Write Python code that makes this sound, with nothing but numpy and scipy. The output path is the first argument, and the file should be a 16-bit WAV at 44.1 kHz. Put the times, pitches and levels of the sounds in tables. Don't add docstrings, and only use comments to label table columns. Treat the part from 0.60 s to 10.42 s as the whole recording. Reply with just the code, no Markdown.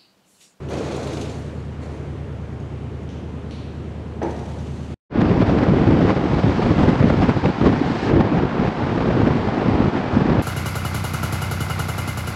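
import sys
import numpy as np
from scipy import signal
from scipy.fft import rfft, irfft
from scipy.io import wavfile
from scipy.ndimage import uniform_filter1d

SR = 44100
rng = np.random.default_rng(int(sys.argv[2]) if len(sys.argv) > 2 else 0)


def wav_record(signal):
    frames = np.transpose(np.atleast_2d(signal))
    bounded = np.clip(frames, -1, 1)
    quanta = np.round(bounded * 32767).astype(np.int16)
    wavfile.write(sys.argv[1], SR, quanta)


def volts_from_decibels(level):
    exponent = np.asarray(level, float) / 20
    return 10 ** exponent


N = 433062
T = np.arange(N) / SR
CUT_S, FADE_S, FADE_LEN_S = 4.344, 4.496, 0.073


def evened(x):
    return x / np.sqrt(np.mean(x ** 2) + 1e-20)


def read(points, hz):
    f, value = np.transpose(points)
    return np.interp(np.log(hz + 1), np.log(f + 1), value)


def columns(rows):
    s, *cols = np.transpose(rows)
    return [np.interp(T, s, c) for c in cols]


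def add(mix, s, sound):
    part = mix[round(s * SR):][:len(sound)]
    part += sound[:len(part)]


def wobble(top_hz):
    hz = np.fft.rfftfreq(N, 1 / SR)
    noise = rfft(rng.standard_normal(N))
    return evened(irfft(noise * (hz > 0) / (1 + (hz / top_hz) ** 4), N))


def colour(x, spectrum, lo_hz, hi_hz):
    hz = np.fft.rfftfreq(N, 1 / SR)
    z = rfft(x) * volts_from_decibels(read(spectrum, hz))
    band = abs(z[(hz > lo_hz) & (hz < hi_hz)])
    return irfft(z, N) * N / np.sqrt(2 * np.sum(band ** 2))


def patchy(patchy_db):
    a, b, patches = rng.standard_normal((N // 128 + 5, 257, 3)).T
    patches = uniform_filter1d(patches, size=6, axis=0)
    patches = evened(uniform_filter1d(patches, size=20, axis=1))
    return signal.istft((a + 1j * b) * volts_from_decibels(patchy_db * patches), nperseg=512, noverlap=384)[1][:N]


def dying_tones(rows, t60, rise_s, level_db):
    t, out = np.arange(SR // 8) / SR, np.zeros(N)
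    for s, db, hz in rows:
        envelope = volts_from_decibels(db + level_db - 60 * t / t60) * np.minimum(t / rise_s, 1)
        add(out, s, envelope * np.sin(2 * np.pi * hz * t))
    return out


def puffs(rows, t60, level_db):
    t, out = np.arange(SR // 10) / SR, np.zeros(N)
    for s, db, *_ in rows:
        add(out, s, volts_from_decibels(db + level_db - 60 * t / t60) * rng.standard_normal(len(t)))
    return out


# f/Hz, density level/dB
YARD = [(150, -22), (260, -1.5), (330, -3), (420, -3), (650, -12), (1100, -18), (2900, -28), (5000, -39),
        (7000, -42), (9600, -49.5), (12000, -58), (15200, -87)]
# f/Hz, density level/dB
DRONE = [(15, -40), (30, -17), (55, -8), (90, 0), (200, -1), (300, -8), (500, -40), (900, -120)]


def yard():
    distant = volts_from_decibels(-39.5) * colour(patchy(0.84), YARD, 315, 16000)
    return distant + volts_from_decibels(-41) * colour(patchy(1.2), DRONE, 60, 260)


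# t/s, firing rate f/Hz
IDLE = [(0, 77.3), (1.15, 77.2), (1.35, 75.9), (2.25, 75.7), (2.45, 77.4), (3.2, 77.3), (4.34, 76.9)]
# t/s, level/dB
IDLE_DB = [(0.0, -35.5), (0.39, -37), (0.63, -36), (1.66, -34.5), (1.93, -36), (2.55, -35), (2.95, -36),
           (4.06, -33), (4.25, -36), (4.34, -34.5)]
# multiple of the working cycle, level/dB
ORDER_DB = [
    [(1, -47), (2, -47), (3, -39), (4, -25), (5, -26), (6, -26), (7, -24), (8, 0), (9, -11), (10, -19),
     (11, -4), (12, -15), (13, -11), (14, -4), (15, -3), (16, -19), (17, -19), (18, -17), (19, -15),
     (20, -22), (21, -14), (22, -18), (23, -15), (24, -16), (25, -18), (26, -20)],
    [(1, -49), (2, -44), (3, -36), (4, -27), (5, -24), (6, -20), (7, -23), (8, 0), (9, -13), (10, -18),
     (11, -6.5), (12, -17), (13, -13), (14, -6), (15, -8), (16, -21), (17, -13), (18, -16), (19, -12),
     (20, -21), (21, -13), (22, -16), (23, -17), (24, -8.5), (25, -20), (26, -23)],
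]
# t/s, share of the second place (0-1)
WALK = [
    (2.25, 0),
    (2.55, 1),
]


def engine():
    turns = np.cumsum(columns(IDLE)[0] / 8) / SR
    place, slow, out = columns(WALK)[0], T[::200], np.zeros(N)
    for (k, first_db), (k, second_db) in zip(*ORDER_DB):
        drift = evened(uniform_filter1d(rng.standard_normal(len(slow)), size=90))
        waver_db = 2.0 * (k != 8) * np.interp(T, slow, drift)
        db = first_db + place * (second_db - first_db) + waver_db
        out += volts_from_decibels(db) * np.sin(2 * np.pi * (k * turns + rng.random()))
    return np.sqrt(2) * volts_from_decibels(columns(IDLE_DB)[0]) * out


# start t/s, rolling time/s, wheel rumble level/dB, rattle level/dB
PUSHES = [
    (0.0, 0.062, -41, -61),
    (0.085, .54, -28.5, -46.5),
    (1.2, 0.035, -37.5, -57),
    (3.64, 0.97, -58.5, -57),
]
# f/Hz, density level/dB
RUMBLE = [(120, -25), (200, -4), (433, -1), (540, -4.5), (689, -7.5), (790, -12.5), (1140, -16),
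          (1710, -23.5), (2500, -26.5), (3250, -42), (5500, -120)]
# f/Hz, density level/dB
RATTLE = [(880, -30), (1500, -3.5), (2060, -5), (2390, -1.5), (3660, -2), (4350, -2), (5080, -7.5),
          (6540, -6), (9000, -14.5), (11200, -23.5), (15200, -46)]


def cart():
    rise_s, sag_db_per_s, wheel_fall_db_per_s, rattle_fall_db_per_s = 0.034, 9, 27.5, 44
    rumble, rattle = np.zeros(N), np.zeros(N)
    for s, rolling, rumble_db, rattle_db in PUSHES:
        since, after = T - s, np.maximum(T - s - rolling, 0)
        rise = np.clip(since / rise_s, 0, 1)
        rumble += rise * volts_from_decibels(rumble_db - sag_db_per_s * since - wheel_fall_db_per_s * after)
        rattle += rise * volts_from_decibels(rattle_db - rattle_fall_db_per_s * after)
    wheels = colour(patchy(0.46) * volts_from_decibels(0.73 * wobble(51)), RUMBLE, 204, 845)
    loose = colour(patchy(1.0) * volts_from_decibels(1.1 * wobble(70)), RATTLE, 3400, 10000)
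    top = signal.sosfiltfilt(signal.butter(2, 8000, "high", fs=SR, output="sos"), loose)
    sizzle_db = np.minimum(-4.5 + 12 * T, 2)
    loose = loose + (volts_from_decibels(sizzle_db) - 1) * top
    return rumble * wheels + rattle * loose


# t/s, peak level/dB
KNOCKS = [(0.0867, -35.5), (0.1072, -34), (0.1396, -32.5), (0.1705, -29), (0.2479, -31), (0.2853, -34.5),
          (0.3217, -29), (0.3447, -33), (0.4285, -31), (0.472, -27.5), (0.5068, -33), (0.5327, -30),
          (0.5711, -26.5), (0.6126, -29), (0.6545, -34), (0.6959, -38)]
# t/s, peak level/dB, f/Hz
JOLTS = [(0.091, -21, 454), (0.121, -16, 365), (0.203, -13, 441), (0.267, -26, 440), (0.298, -26, 382),
         (0.344, -25, 423), (0.464, -20, 406), (0.534, -15.5, 326), (0.629, -21, 423), (0.69, -23, 423),
         (0.782, -37, 353), (0.806, -31, 315), (0.842, -30, 326)]


def knocks():
    band = signal.butter(2, (1800, 4500), "band", fs=SR, output="sos")
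    return signal.sosfilt(band, puffs(KNOCKS, 0.044, -1.5)) + dying_tones(JOLTS, 0.085, 0.003, -4)


# t/s, peak level/dB
TICKS = [(0.0877, -52), (0.0997, -44), (0.1336, -46), (0.3641, -39), (0.4719, -46), (0.5312, -45),
         (0.6121, -40), (0.7966, -49)]


def small_ticks():
    t60, t, out = 0.025, np.arange(SR // 20) / SR, np.zeros(N)
    for s, db in TICKS:
        add(out, s, volts_from_decibels(db - 0.5 - 60 * t / t60) * rng.standard_normal(len(t)))
    return signal.sosfilt(signal.butter(2, (6000, 11500), "band", fs=SR, output="sos"), out)


# t/s, peak level/dB, f/Hz
CLINKS = [(0.0877, -39, 6080), (0.1072, -40, 6200), (0.1323, -34.5, 6200), (0.177, -33, 5700),
          (0.2094, -45.5, 6820), (0.2544, -40, 5680), (0.3212, -34.5, 6290), (0.3644, -34, 6740),
          (0.4294, -37, 5870), (0.4724, -35.5, 7280), (0.5344, -36, 6480), (0.6116, -27.5, 6200),
          (0.6274, -39, 6510), (0.6958, -33.5, 7100), (0.7144, -42, 6440), (0.8194, -48, 5810),
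          (1.9994, -47, 6720), (2.4294, -49, 6660), (3.6284, -33, 5960), (3.706, -34.5, 6030),
          (3.7618, -43, 5690), (3.7918, -40, 5820), (3.8552, -41, 5770), (3.9863, -40, 5830)]


def clinks():
    t60, hiss_share = 0.06, 0.41
    t, rings, puff = np.arange(SR // 4) / SR, np.zeros(N), np.zeros(N)
    for s, db, hz in CLINKS:
        spread, noise = rng.uniform(0.97, 1.04, (3, 1)), rng.standard_normal(len(t))
        fall = volts_from_decibels(db - 60 * t / t60) * np.minimum(t / 0.0018, 1)
        modes = np.sin(2 * np.pi * hz * spread * t).mean(0)
        add(rings, s, (1 - hiss_share) * fall * modes)
        add(puff, s, hiss_share * fall * noise)
    bright = colour(puff, RATTLE, 20, 20000) * np.sqrt(np.mean(puff ** 2))
    return rings + 0.93 * bright


# t/s, peak level/dB
CLACKS = [
    (2.4888, -41.5),
    (2.9083, -35.5),
]
# f/Hz, density level/dB
CLINK_TAIL = [
    [(1300, -40), (2200, -16), (3000, 1.5), (4400, -10), (6200, -7), (7200, -20), (10000, -32),
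     (15000, -90)],
    [(1300, -41.5), (2400, -3), (3400, -4), (4350, -2), (5000, -15), (5800, -10), (7000, -22),
     (10000, -23.5), (15000, -90)],
]


def clacks():
    ticks, smeared, t = np.zeros(N), np.zeros(N), np.arange(900) / SR
    for (s, db), spectrum in zip(CLACKS, CLINK_TAIL):
        tick = np.zeros(N)
        add(tick, s + 0.00103, np.ones(1))
        tick = colour(tick, spectrum, 20, 20000)
        ticks += volts_from_decibels(db) * tick / abs(tick).max()
    walls = np.exp(-t / 0.006) * rng.choice([-1., 1.], len(t))
    return ticks, signal.oaconvolve(ticks, walls / np.linalg.norm(walls))[:N]


# t/s, peak level/dB
BANGS = [
    (3.617, -11.5),
    (3.647, -16.5),
    (3.664, -21),
]
# f/Hz, level/dB, t60/s
PANEL = [(215, -4.5, 0.16), (337, -0.5, 0.17), (392, 1, 0.14), (436, -4, 0.16), (556, -16.5, 0.041),
         (705, -5, .06), (807, 1, 0.054), (875, -8, 0.066), (1570, -14, 0.043), (1870, -12, .04)]
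# f/Hz, density level/dB
CRACK = [(150, -43), (280, -2), (400, -1.5), (600, -4.5), (850, -3), (1100, -19.5), (1900, -20.5),
         (3000, -37), (5000, -41), (9000, -64), (15000, -120)]


def bang():
    t, rings, cracks = np.arange(SR) / SR, np.zeros(N), np.zeros(N)
    for s, db in BANGS:
        phase, noise = rng.random(len(PANEL)), rng.standard_normal(len(t))
        modes = np.zeros(len(t))
        for (hz, mode_db, t60), p in zip(PANEL, phase):
            modes += volts_from_decibels(mode_db - 60 * t / t60) * np.sin(2 * np.pi * (hz * t + 0.3 * p))
        add(rings, s, volts_from_decibels(db - 9.5) * modes * np.minimum(t / 0.005, 1))
        add(cracks, s, volts_from_decibels(db - 8.5 - 60 * t / 0.19) * noise)
    coloured = colour(cracks, CRACK, 20, 20000) * np.sqrt(np.mean(cracks ** 2))
    onset = np.clip((T - BANGS[0][0]) / 0.012 + 0.84, 0, 1) ** 2
    return rings + coloured * onset


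# f/Hz, t60/s
ROOF = [(250, 0.93), (900, 1.55), (3000, 1.3), (8000, 0.83)]


def roof(x):
    taps = np.zeros(SR)
    at = np.arange(400, SR - 20, 20)
    taps[at + rng.integers(0, 20, len(at))] = rng.choice([-1., 1.], len(at))
    hz, t, z = signal.stft(taps, SR, nperseg=256)
    decay = volts_from_decibels(-60 * t / read(ROOF, hz)[:, None])
    tail = signal.istft(z * decay, SR, nperseg=256)[1]
    return signal.fftconvolve(x, tail / np.linalg.norm(tail))[:N]


def forecourt():
    small, loud, (ticks, smeared) = clinks(), bang(), clacks()
    echoes = roof(volts_from_decibels(-7.5) * small + volts_from_decibels(-3.5) * loud + volts_from_decibels(16.5) * ticks)
    return yard() + engine() + cart() + small + loud + volts_from_decibels(9) * smeared + echoes


# peak t/s, peak level/dB, half length/s
FLARES = [(4.616, -11, 0.01), (4.823, -16, 0.017), (4.904, -18.5, 0.026), (4.989, -15, 0.0087),
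          (5.041, -16, 0.0095), (5.186, -21, 0.02), (5.432, -19, 0.02), (5.503, -13.5, 0.03),
          (5.746, -20, 0.012), (5.793, -23, 0.0084), (6.03, -18, 0.012), (6.204, -16, 0.015),
          (6.236, -14, 0.01), (6.298, -15, 0.012), (6.407, -20, 0.014), (6.496, -19, 0.014),
          (6.638, -14, 0.016), (6.699, -13, 0.012), (6.857, -14, 0.012), (7.066, -11, 0.014),
          (7.498, -20, 0.02), (7.568, -24, 0.013), (7.611, -11, 0.0058), (7.785, -23, 0.018),
          (7.827, -26, 0.0076), (8.002, -26, 0.015), (8.078, -21, 0.016), (8.988, -25, 0.014),
          (9.376, -26, 0.019), (9.557, -25, 0.02)]


def flares():
    u, lift = np.arange(-SR // 20, SR // 20) / SR, np.zeros(N)
    for s, db, half in FLARES:
        width = half * np.where(u > 0, 0.54, 1)
        add(lift, s + u[0], volts_from_decibels(db - 15.5) * np.exp(-(u / width) ** 2))
    return lift


# f/Hz, density level/dB
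ROAR = [(59, -31.5), (100, -5), (257, -3.5), (311, -9), (384, -10), (609, -11.5), (784, -8.5), (890, -10.5),
        (1980, -22), (4880, -39.5), (7910, -59.5), (13700, -91.5), (15200, -112)]
# t/s, peak level/dB, f/Hz
SLAPS = [(4.539, -22.5, 604), (4.573, -16.5, 460), (4.714, -15.5, 509), (4.817, -12, 544),
         (4.895, -12, 554), (5.066, -15, 456), (5.096, -15.5, 471), (5.233, -13.5, 535), (5.277, -14, 465),
         (5.406, -14, 615), (5.503, -13, 455), (5.574, -14.5, 482), (5.785, -15.5, 710),
         (5.834, -12.5, 510), (6.061, -14, 705), (6.188, -11.5, 455), (6.287, -10, 458),
         (6.355, -15.5, 471), (6.427, -10, 501), (6.536, -12, 674), (6.62, -10, 703), (6.839, -13.5, 479),
         (7.012, -16, 448), (7.127, -15, 824), (7.604, -11.5, 480), (7.798, -16, 790), (8.051, -13, 457),
         (8.405, -13.5, 468), (8.504, -13, 630), (8.615, -16.5, 465), (8.671, -10.5, 473),
         (8.887, -17.5, 802), (9.026, -16.5, 574), (9.153, -17.5, 659), (9.373, -18.5, 474),
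         (9.618, -15.5, 482)]


def slaps():
    t60 = 0.038
    puff = puffs(SLAPS, t60, -9.5)
    breath = colour(puff, ROAR, 500, 2500) * np.sqrt(np.mean(puff ** 2))
    return dying_tones(SLAPS, t60, 0.0014, -1.5) + breath


# t/s, peak level/dB, f/Hz
THUMPS = [(4.576, -4, 228), (4.762, -12, 353), (4.961, -20, 123), (5.028, -8, 215), (5.093, -0.5, 175),
          (5.773, -8, 178), (5.84, -2, 154), (5.989, -1.5, 377), (6.29, -1.5, 205), (6.406, -0.5, 131),
          (6.579, -10, 210), (6.686, 2, 252), (6.841, -13, 143), (7.006, -5.5, 216), (7.21, 1.5, 298),
          (7.601, -1.5, 221), (7.767, -6, 165), (7.992, -1, 193.5), (8.227, -10, 121), (8.972, -6, 297),
          (9.082, 0.5, 204), (9.199, -4, 253), (9.565, 3.5, 241), (9.614, -0.5, 203), (5.651, -4, 301),
          (6.179, -3, 190), (6.215, -5, 200), (6.43, -7, 230), (6.358, -10, 143), (7.058, 1, 220),
          (7.302, -8, 226), (7.566, 3.5, 307), (8.066, -6, 170), (9.349, -9, 310), (6.6, -4, 200),
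          (6.634, -8, 200), (7.078, -5, 230)]


def thumps():
    u, out = np.arange(-1500, 1500) / SR, np.zeros(N)
    for s, db, hz in THUMPS:
        push = np.cos(2 * np.pi * (hz * u + rng.random()))
        add(out, s + u[0] + 0.00688, volts_from_decibels(db - 6.5) * push * np.exp(-(u * hz / 0.95) ** 2))
    return out


# t/s, level/dB
GUST = [(4.56, -14.5), (5.0, -15.5), (5.5, -15), (5.9, -16.5), (6.3, -13.5), (6.7, -12.5), (7.07, -12),
        (7.3, -24.5), (7.55, -13.5), (7.75, -18), (8.0, -18.5), (8.3, -21), (8.6, -14.5), (8.9, -23),
        (9.2, -16), (9.5, -22.5), (9.82, -9.5)]
# t/s, depth/dB, half length/s
LULLS = [(4.866, 6, 0.013), (4.934, 2, 0.012), (5.26, 4, 0.017), (5.553, 12, 0.01), (5.616, 14, 0.021),
         (5.816, 6.5, 0.02), (5.966, 4.5, 0.045), (6.148, 4, 0.017), (6.369, 13, 0.032), (6.564, 7, 0.02),
         (6.672, 7.5, 0.012), (6.738, 19, 0.021), (6.808, 18, 0.025), (6.89, 3.5, 0.049), (6.941, 27, 0.03),
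         (6.994, 10, 0.026), (7.108, 6, 0.021), (7.171, 7, 0.021), (7.397, 10, 0.048), (7.467, 6, 0.018),
         (7.69, 6.5, 0.031), (7.904, 13, 0.032), (8.144, 12.5, 0.042), (9.167, 3, 0.017), (9.32, 12, 0.021),
         (9.448, 9.5, 0.052), (9.515, 4, 0.017), (9.638, 2.5, 0.014), (9.755, 12, 0.019),
         (9.813, 12, 0.018)]
# t/s, level/dB
SLIPSTREAM = [(4.56, -54), (4.7, -44.5), (5.65, -43), (5.9, -39), (6.9, -42), (7.2, -41), (7.45, -36.5),
              (7.56, -49), (8.4, -44), (9.82, -44.5)]
# f/Hz, density level/dB
WIND = [(12, -38), (20, -21), (54, -3), (107, 1), (201, 0.5), (287, -1), (325, -1.5), (538, -10.5),
        (691, -17.5), (835, -24.5), (3000, -40), (3900, -48.5), (6600, -120)]
# f/Hz, density level/dB
HISS = [(880, -24), (1500, -7), (2060, -5.5), (4790, -14.5), (8010, -30.5), (15200, -68)]


def highway():
    gust_db = columns(GUST)[0]
    for s, depth_db, half in LULLS:
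        gust_db = gust_db - depth_db * np.exp(-((T - s) / half) ** 2)
    gust_db = gust_db - 6 * np.exp(-np.maximum(T - FADE_S, 0) / 0.081)
    over_calm_db = gust_db + 16.5
    roar_db = -29.5 + 0.5158 * (T - FADE_S) + 0.13 * over_calm_db
    hiss_db = columns(SLIPSTREAM)[0] + 0.078 * over_calm_db
    flutter_db = 0.9 * wobble(27) + 2.7 * wobble(120)
    spray = flares()
    wind = colour(patchy(0.95) * volts_from_decibels(flutter_db), WIND, 60, 600)
    roar = colour(patchy(0.54) * volts_from_decibels(0.35 * flutter_db), ROAR, 630, 2400)
    hiss = colour(patchy(0.73) * volts_from_decibels(0.33 * flutter_db), HISS, 2680, 9000)
    roaring = (volts_from_decibels(roar_db - 1) + spray) * roar
    hissing = (volts_from_decibels(hiss_db - 3.5) + volts_from_decibels(-19.5) * spray) * hiss
    return volts_from_decibels(gust_db) * wind + roaring + hissing + thumps()


def scene():
    fade = np.clip((T - FADE_S) / FADE_LEN_S, 0, 1) ** 1.28
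    leak = volts_from_decibels(-33 - 700 * np.maximum(T - CUT_S, 0))
    edges = np.clip(np.minimum(T / 0.004, (T[-1] - T) / 0.0007 + 0.4), 0, 1)
    before = forecourt() * np.where(T < CUT_S, 1, leak) + small_ticks() + knocks()
    after = (highway() + slaps()) * fade
    return (edges * (before + after))[None]


def band_limit(x):
    return signal.sosfilt(signal.butter(12, 15330, fs=SR, output="sos"), x)


def record(dry):
    limited = 0.84 * np.tanh(dry / 0.83)
    return band_limit(limited)


dry = scene()
out = record(dry)
wav_record(out)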